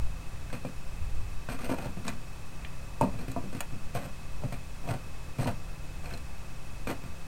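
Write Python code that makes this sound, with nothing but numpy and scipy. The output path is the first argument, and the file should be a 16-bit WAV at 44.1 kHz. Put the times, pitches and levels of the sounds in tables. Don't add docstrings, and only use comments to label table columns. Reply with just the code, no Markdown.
import sys
import numpy as np
from scipy import signal
from scipy.fft import rfft, irfft, next_fast_len
from scipy.io import wavfile

SR = 44100
rng = np.random.default_rng(int(sys.argv[2]) if len(sys.argv) > 2 else 0)


def put_to_file(sound):
    columns = np.atleast_2d(sound).T
    safe = np.clip(columns, -1, 1)
    whole_steps = np.round(safe * 32767)
    wavfile.write(sys.argv[1], SR, whole_steps.astype(np.int16))


N = 320594
TIME = np.arange(N) / SR
AGE = TIME[:SR // 3]

# start_s, knock_db, thud_db, crunch_db, knock_pitch_hz, thud_pitch_hz
KNOCK_EVENTS = [(0.528, -42, -37, -44, 630, 130), (0.649, -36.5, -31.5, -50, 610, 144),
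                (1.487, -34.5, -39, -52, 570, 130), (1.589, -46, -44, -49, 1080, 163),
                (1.694, -32.5, -31.5, -61, 720, 290), (1.857, -42, -34.5, -65, 640, 139),
                (1.971, -49, -33.5, -53, 789, 190), (3.011, -23, -19, -44, 846, 122),
                (3.139, -48, -36.5, -55, 627, 129), (3.281, -47, -32.5, -47.5, 603, 124),
                (3.363, -32, -27, -55, 835, 140), (3.438, -48, -32.5, -57, 581, 195),
                (3.528, -46, -44, -49, 595, 269), (3.548, -46.5, -32, -46, 678, 167),
                (3.723, -63, -37, -60, 800, 140), (3.95, -38.5, -32.5, -40, 610, 127),
                (4.436, -37.5, -46, -53, 584, 163), (4.523, -40, -36, -43.5, 645, 142),
                (4.889, -39, -34, -47, 705, 126), (5.387, -48, -29, -50, 676, 127),
                (5.471, -42, -34, -42, 715, 129), (6.871, -36.5, -35, -40.5, 620, 288),
                (7.038, -48, -39, -52.5, 700, 140)]
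# start_s, length_s, rub_db, crunch_db, thud_db, thud_pitch_hz
SCRAPE_EVENTS = [(0.519, 0.02, -45.5, -51, -42.5, 191), (1.485, 0.048, -47.5, -46, -46.5, 270),
                 (1.586, 0.037, -50, -49.5, -49, 250), (1.633, 0.022, -41, -45, -41, 270),
                 (1.686, 0.051, -39, -47, -38.5, 270), (1.773, 0.097, -46, -49.5, -42.5, 230),
                 (2.038, 0.065, -50, -47, -40, 192), (3.008, 0.031, -31, -46, -29, 206),
                 (3.182, 0.026, -48.5, -49.5, -38.5, 198), (3.94, 0.031, -40, -44.5, -41, 164),
                 (4.002, .055, -53, -55, -50.5, 151), (4.413, 0.019, -45.5, -56, -35, 148),
                 (4.834, 0.051, -43, -54, -39, 130), (4.888, 0.043, -41.5, -46.5, -37.5, 127),
                 (5.38, 0.073, -42, -46.5, -36.5, 120), (5.45, 0.035, -38, -49, -35.5, 131),
                 (6.027, 0.12, -53.5, -53.5, -49.5, 161), (6.876, 0.026, -39.5, -42.5, -34.5, 283)]
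# start_s, level_db, pitch_hz
CLINK_EVENTS = [(0.501, -48, 1590), (0.538, -49, 2450), (1.489, -43, 1500), (1.722, -42, 2000),
                (3.02, -46, 2470), (3.973, -43, 2500), (4.888, -43, 2400), (5.412, -44, 2480),
                (5.444, -49, 3970), (5.475, -41, 2220), (6.058, -49, 3300), (6.110, -47, 1620),
                (6.138, -45.5, 3600), (6.872, -40, 2560), (6.895, -52, 1900)]
# start_s, level_db, low_edge_hz, high_edge_hz
CRACK_EVENTS = [(2.08, -33, 594, 7700), (2.648, -43.5, 1480, 3830), (3.011, -45, 3030, 15500),
                (3.037, -51, 3000, 15000), (3.316, -47, 1200, 15000), (3.606, -31.5, 490, 15000),
                (6.175, -51, 1300, 13000)]

# pitch_hz, width_hz, level_db
KNOCK_MODES = [(382, 22, -18), (547, 37, 1), (597, 72, 9), (703, 83, 7), (745, 29, 0), (924, 67, 3),
               (1132, 68, -6), (1240, 27, -27)]
LID_MODES = [(118, 41, 6.5), (200.4, 32, 0.5), (266, 270, -10)]
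CRUNCH_MODES = [(1340, 590, 11), (1980, 370, 2.5), (2400, 78, 12), (3250, 710, -44), (4100, 260, -1.5),
                (6000, 700, -13), (8270, 360, 2.5), (13500, 700, -1)]
TONGS_MODES = [(1540, 160, 4), (2200, 76, -4.5), (2486, 48, 7.5), (4230, 120, 1.5), (5060, 170, -7),
               (8600, 310, -3)]
CRACK_MODES = [(650, 280, 15.5), (1320, 310, -14), (1700, 290, 1), (2430, 210, 5), (3970, 320, -1.5),
               (5370, 150, -11), (6850, 130, 4), (8100, 1100, 2), (10900, 700, -41), (12100, 530, -13),
               (13600, 1100, -19)]

# pitch_hz, density_db_per_hz
WIND_SPECTRUM = [(4, 0), (10, 4.5), (18, -9.5), (33, -7), (50, -12), (68, -13), (98, -15.5), (150, -37.5),
                 (200, -59), (400, -75)]
# middle_s, half_length_s, rise_db
HANDLING_RUMBLES = [(0.03, 0.1, 11.5), (1.09, 0.21, 8.5)]
# pitch_hz, density_db_per_hz
AIR_SPECTRUM = [(100, -5.5), (190, -4.5), (280, -7.5), (450, -12), (700, -11.5), (1170, -13), (1500, -16),
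                (2200, -18), (2520, -18.5), (2900, -21.5), (7500, -25), (9600, -26), (10600, -31.5),
                (15800, -34)]
# pitch_hz, level_db
HUM_TONES = [(133, -53.5), (167, -56), (533, -67.5), (1168, -67.5)]
# pitch_hz, level_db
CAMERA_TONES = [(4801, -81), (5600, -75.5), (7401, -78)]

TOUCH_DB = 1.5
BLOW_S = 0.01
ROCK_S, ROCK_UNEVEN, ROCK_THUD_HZ = 0.018, 0.12, 221
KNOCK_LOSS_DB, THUD_LOSS_DB, CRUNCH_LOSS_DB = 21.5, 6.5, 5
CRUMBLE_S = 0.068
GRAB_S, SWELL_DB = 0.013, 2
RUB_T60_S, CRUNCH_T60_S, THUD_T60_S = 0.14, 0.16, 0.21
BREEZE_DB, BREEZE_SWAY_DB, BREEZE_SWAYS_PER_S = -37, 1.65, 4.3
AIR_DB = -49.5
WHINE_HZ, FLUTTER_HZ, WHINE_DB = 2579.6, 19.89, -58.5
CUTOFF_HZ, OFFSET = 15900, -0.016


def knocks():
    out = np.zeros(N)
    for s, knock_db, thud_db, crunch_db, knock_hz, thud_hz in KNOCK_EVENTS:
        for touch in range(3):
            at = s + touch * ROCK_S * (1 + ROCK_UNEVEN * rng.uniform(-1, 1))
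            press = contact(CRUMBLE_S, crumble_db=-1.5)
            crush = contact(CRUMBLE_S, crumble_db=28)
            iron = knock(knock_hz, focus_db=51)
            lid = thud(ROCK_THUD_HZ if touch else thud_hz)
            add(out, at, blow(press, iron, knock_db - touch * KNOCK_LOSS_DB))
            add(out, at, blow(press, lid, thud_db - touch * THUD_LOSS_DB))
            add(out, at, blow(crush, crunch(), crunch_db - touch * CRUNCH_LOSS_DB))
    return out


def scrapes():
    grip = from_db(2.96 * drift(130))
    slips = rms_one(grains(N, per_s=1200, spread_db=2.5) * grip)
    fractures = rms_one(grains(N, per_s=800, spread_db=-1.5) * grip)
    out = np.zeros(N)
    for s, length_s, rub_db, crunch_db, thud_db, thud_hz in SCRAPE_EVENTS:
        sounds = [(slips, knock(pitch_hz=704, focus_db=1.5), rub_db, RUB_T60_S),
                  (fractures, crunch(), crunch_db, CRUNCH_T60_S),
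                  (slips, thud(thud_hz), thud_db, THUD_T60_S)]
        for force, body, db, release_t60 in sounds:
            from_start = np.roll(force, -round(s * SR))[:SR]
            stroke = from_start * push(length_s, release_t60)
            add(out, s, from_db(db) * signal.fftconvolve(stroke, body))
    return out


def clinks():
    out = np.zeros(N)
    for s, db, pitch_hz in CLINK_EVENTS:
        modes = favour(TONGS_MODES, pitch_hz, focus_db=19)
        steel = within(ring(modes, detune=0.014), low_hz=1190, high_hz=11000)
        add(out, s, blow(contact(crumble_s=0.026, crumble_db=4.5), steel, db))
    return out


def cracks():
    out = np.zeros(N)
    for s, db, low_hz, high_hz in CRACK_EVENTS:
        shard = within(ring(CRACK_MODES, detune=0.0085), low_hz, high_hz)
        add(out, s, blow(contact(crumble_s=0.029, crumble_db=29), shard, db))
    return out


def knock(pitch_hz, focus_db):
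    modes = favour(KNOCK_MODES, pitch_hz, focus_db)
    return within(ring(modes, detune=0.045), low_hz=396, high_hz=1234)


def thud(pitch_hz):
    modes = favour(LID_MODES, pitch_hz, focus_db=20)
    return within(ring(modes, detune=0.044), low_hz=78, high_hz=370)


def crunch():
    return within(ring(CRUNCH_MODES, detune=0.012), low_hz=970, high_hz=13100)


def contact(crumble_s, crumble_db):
    fading = grains(len(AGE), per_s=3800, spread_db=-0.5) * from_db(-60 * AGE / crumble_s)
    force = from_db(crumble_db) * unit_energy(fading)
    force[0] += 1
    return unit_energy(force)


def grains(size, per_s, spread_db):
    chance, sign = rng.random((2, size))
    sizes = from_db(spread_db * np.minimum(rng.exponential(1, size), 4))
    return rms_one((chance < per_s / SR) * np.sign(sign - 0.5) * sizes)


def push(length_s, release_t60):
    t = TIME[:SR]
    swell_db = SWELL_DB * (np.minimum(t / length_s, 1) - 0.5)
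    release_db = -60 * np.maximum(t - length_s, 0) / release_t60
    return np.minimum(t / GRAB_S, 1) * from_db(swell_db + release_db)


def blow(force, body, db):
    return from_db(db) * np.sqrt(BLOW_S * SR) * signal.fftconvolve(force, body)


def favour(modes, pitch_hz, focus_db):
    return [(hz, width, db - focus_db * abs(np.log2(hz / pitch_hz))) for hz, width, db in modes]


def ring(modes, detune):
    out = 0
    for hz, width, db in modes:
        strength, shift = rng.standard_normal(2)
        swing = np.cos(2 * np.pi * hz * (1 + detune * shift) * AGE)
        decay = np.exp(-np.pi * width * AGE)
        out = out + from_db(db + TOUCH_DB * strength) * width * swing * decay
    return unit_energy(out)


def within(x, low_hz, high_hz):
    band = signal.butter(3, [low_hz, high_hz], "band", fs=SR, output="sos")
    return unit_energy(signal.sosfilt(band, x))


def yard(x, tail_db, tail_t60, tail_hz):
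    scatter = rng.standard_normal(len(AGE)) * from_db(-60 * AGE / tail_t60)
    scatter = scatter * (1 - np.exp(-AGE / 0.003))
    late = signal.fftconvolve(x, unit_energy(scatter))[:N]
    return x + from_db(tail_db) * (lowpass(late, tail_hz) + from_db(-5.5) * late)


def wind_and_handling():
    rumble_db = sum(db * np.exp(-((TIME - s) / half_s) ** 2) for s, half_s, db in HANDLING_RUMBLES)
    sway_db = BREEZE_SWAY_DB * drift(BREEZE_SWAYS_PER_S)
    return from_db(BREEZE_DB + sway_db + rumble_db) * noise(WIND_SPECTRUM)


def air():
    return from_db(AIR_DB) * noise(AIR_SPECTRUM)


def far_hum():
    out = np.zeros(N)
    for hz, db in HUM_TONES:
        level = from_db(db + 1.75 * drift(14))
        out += level * np.sin(2 * np.pi * hz * TIME + 1.48 * drift(11))
    return np.sqrt(2) * out


def electronics():
    on = np.clip(1.5 - 2.5 * np.cos(2 * np.pi * FLUTTER_HZ * TIME + 0.2), 0, 1)
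    whine = from_db(WHINE_DB) * on * np.sin(2 * np.pi * WHINE_HZ * TIME)
    steady = sum(from_db(db) * np.sin(2 * np.pi * hz * TIME) for hz, db in CAMERA_TONES)
    return np.sqrt(2) * (whine + steady)


def noise(spectrum):
    hz, db = np.transpose(spectrum)
    size = next_fast_len(N)
    bins_hz = np.maximum(np.arange(size // 2 + 1) * SR / size, 1)
    colour = from_db(np.interp(np.log(bins_hz), np.log(hz), db))
    white = rfft(rng.standard_normal(size))
    return rms_one(irfft(white * colour, size)[:N])


def drift(rate):
    knots = rng.standard_normal(2048)
    return np.interp(TIME * rate, np.arange(len(knots)), knots)


def lowpass(x, hz):
    return signal.sosfilt(signal.butter(2, hz, fs=SR, output="sos"), x)


def from_db(db):
    return 10 ** (np.asarray(db) / 20)


def rms_one(x):
    return x / np.sqrt(np.mean(x ** 2) + 1e-20)


def unit_energy(x):
    return x / np.sqrt(np.sum(x ** 2) + 1e-20)


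def add(track, s, sound):
    start = round(s * SR)
    track[start:start + len(sound)] += sound[:N - start]


def scene():
    contacts = knocks() + scrapes() + clinks() + cracks()
    coals = yard(contacts, tail_db=-7, tail_t60=0.14, tail_hz=2900)
    return (coals + wind_and_handling() + air() + far_hum() + electronics())[None]


def record(dry):
    top_cut = signal.ellip(10, 0.2, 80, CUTOFF_HZ, fs=SR, output="sos")
    return signal.sosfilt(top_cut, dry) + OFFSET


dry = scene()
out = record(dry)
put_to_file(out)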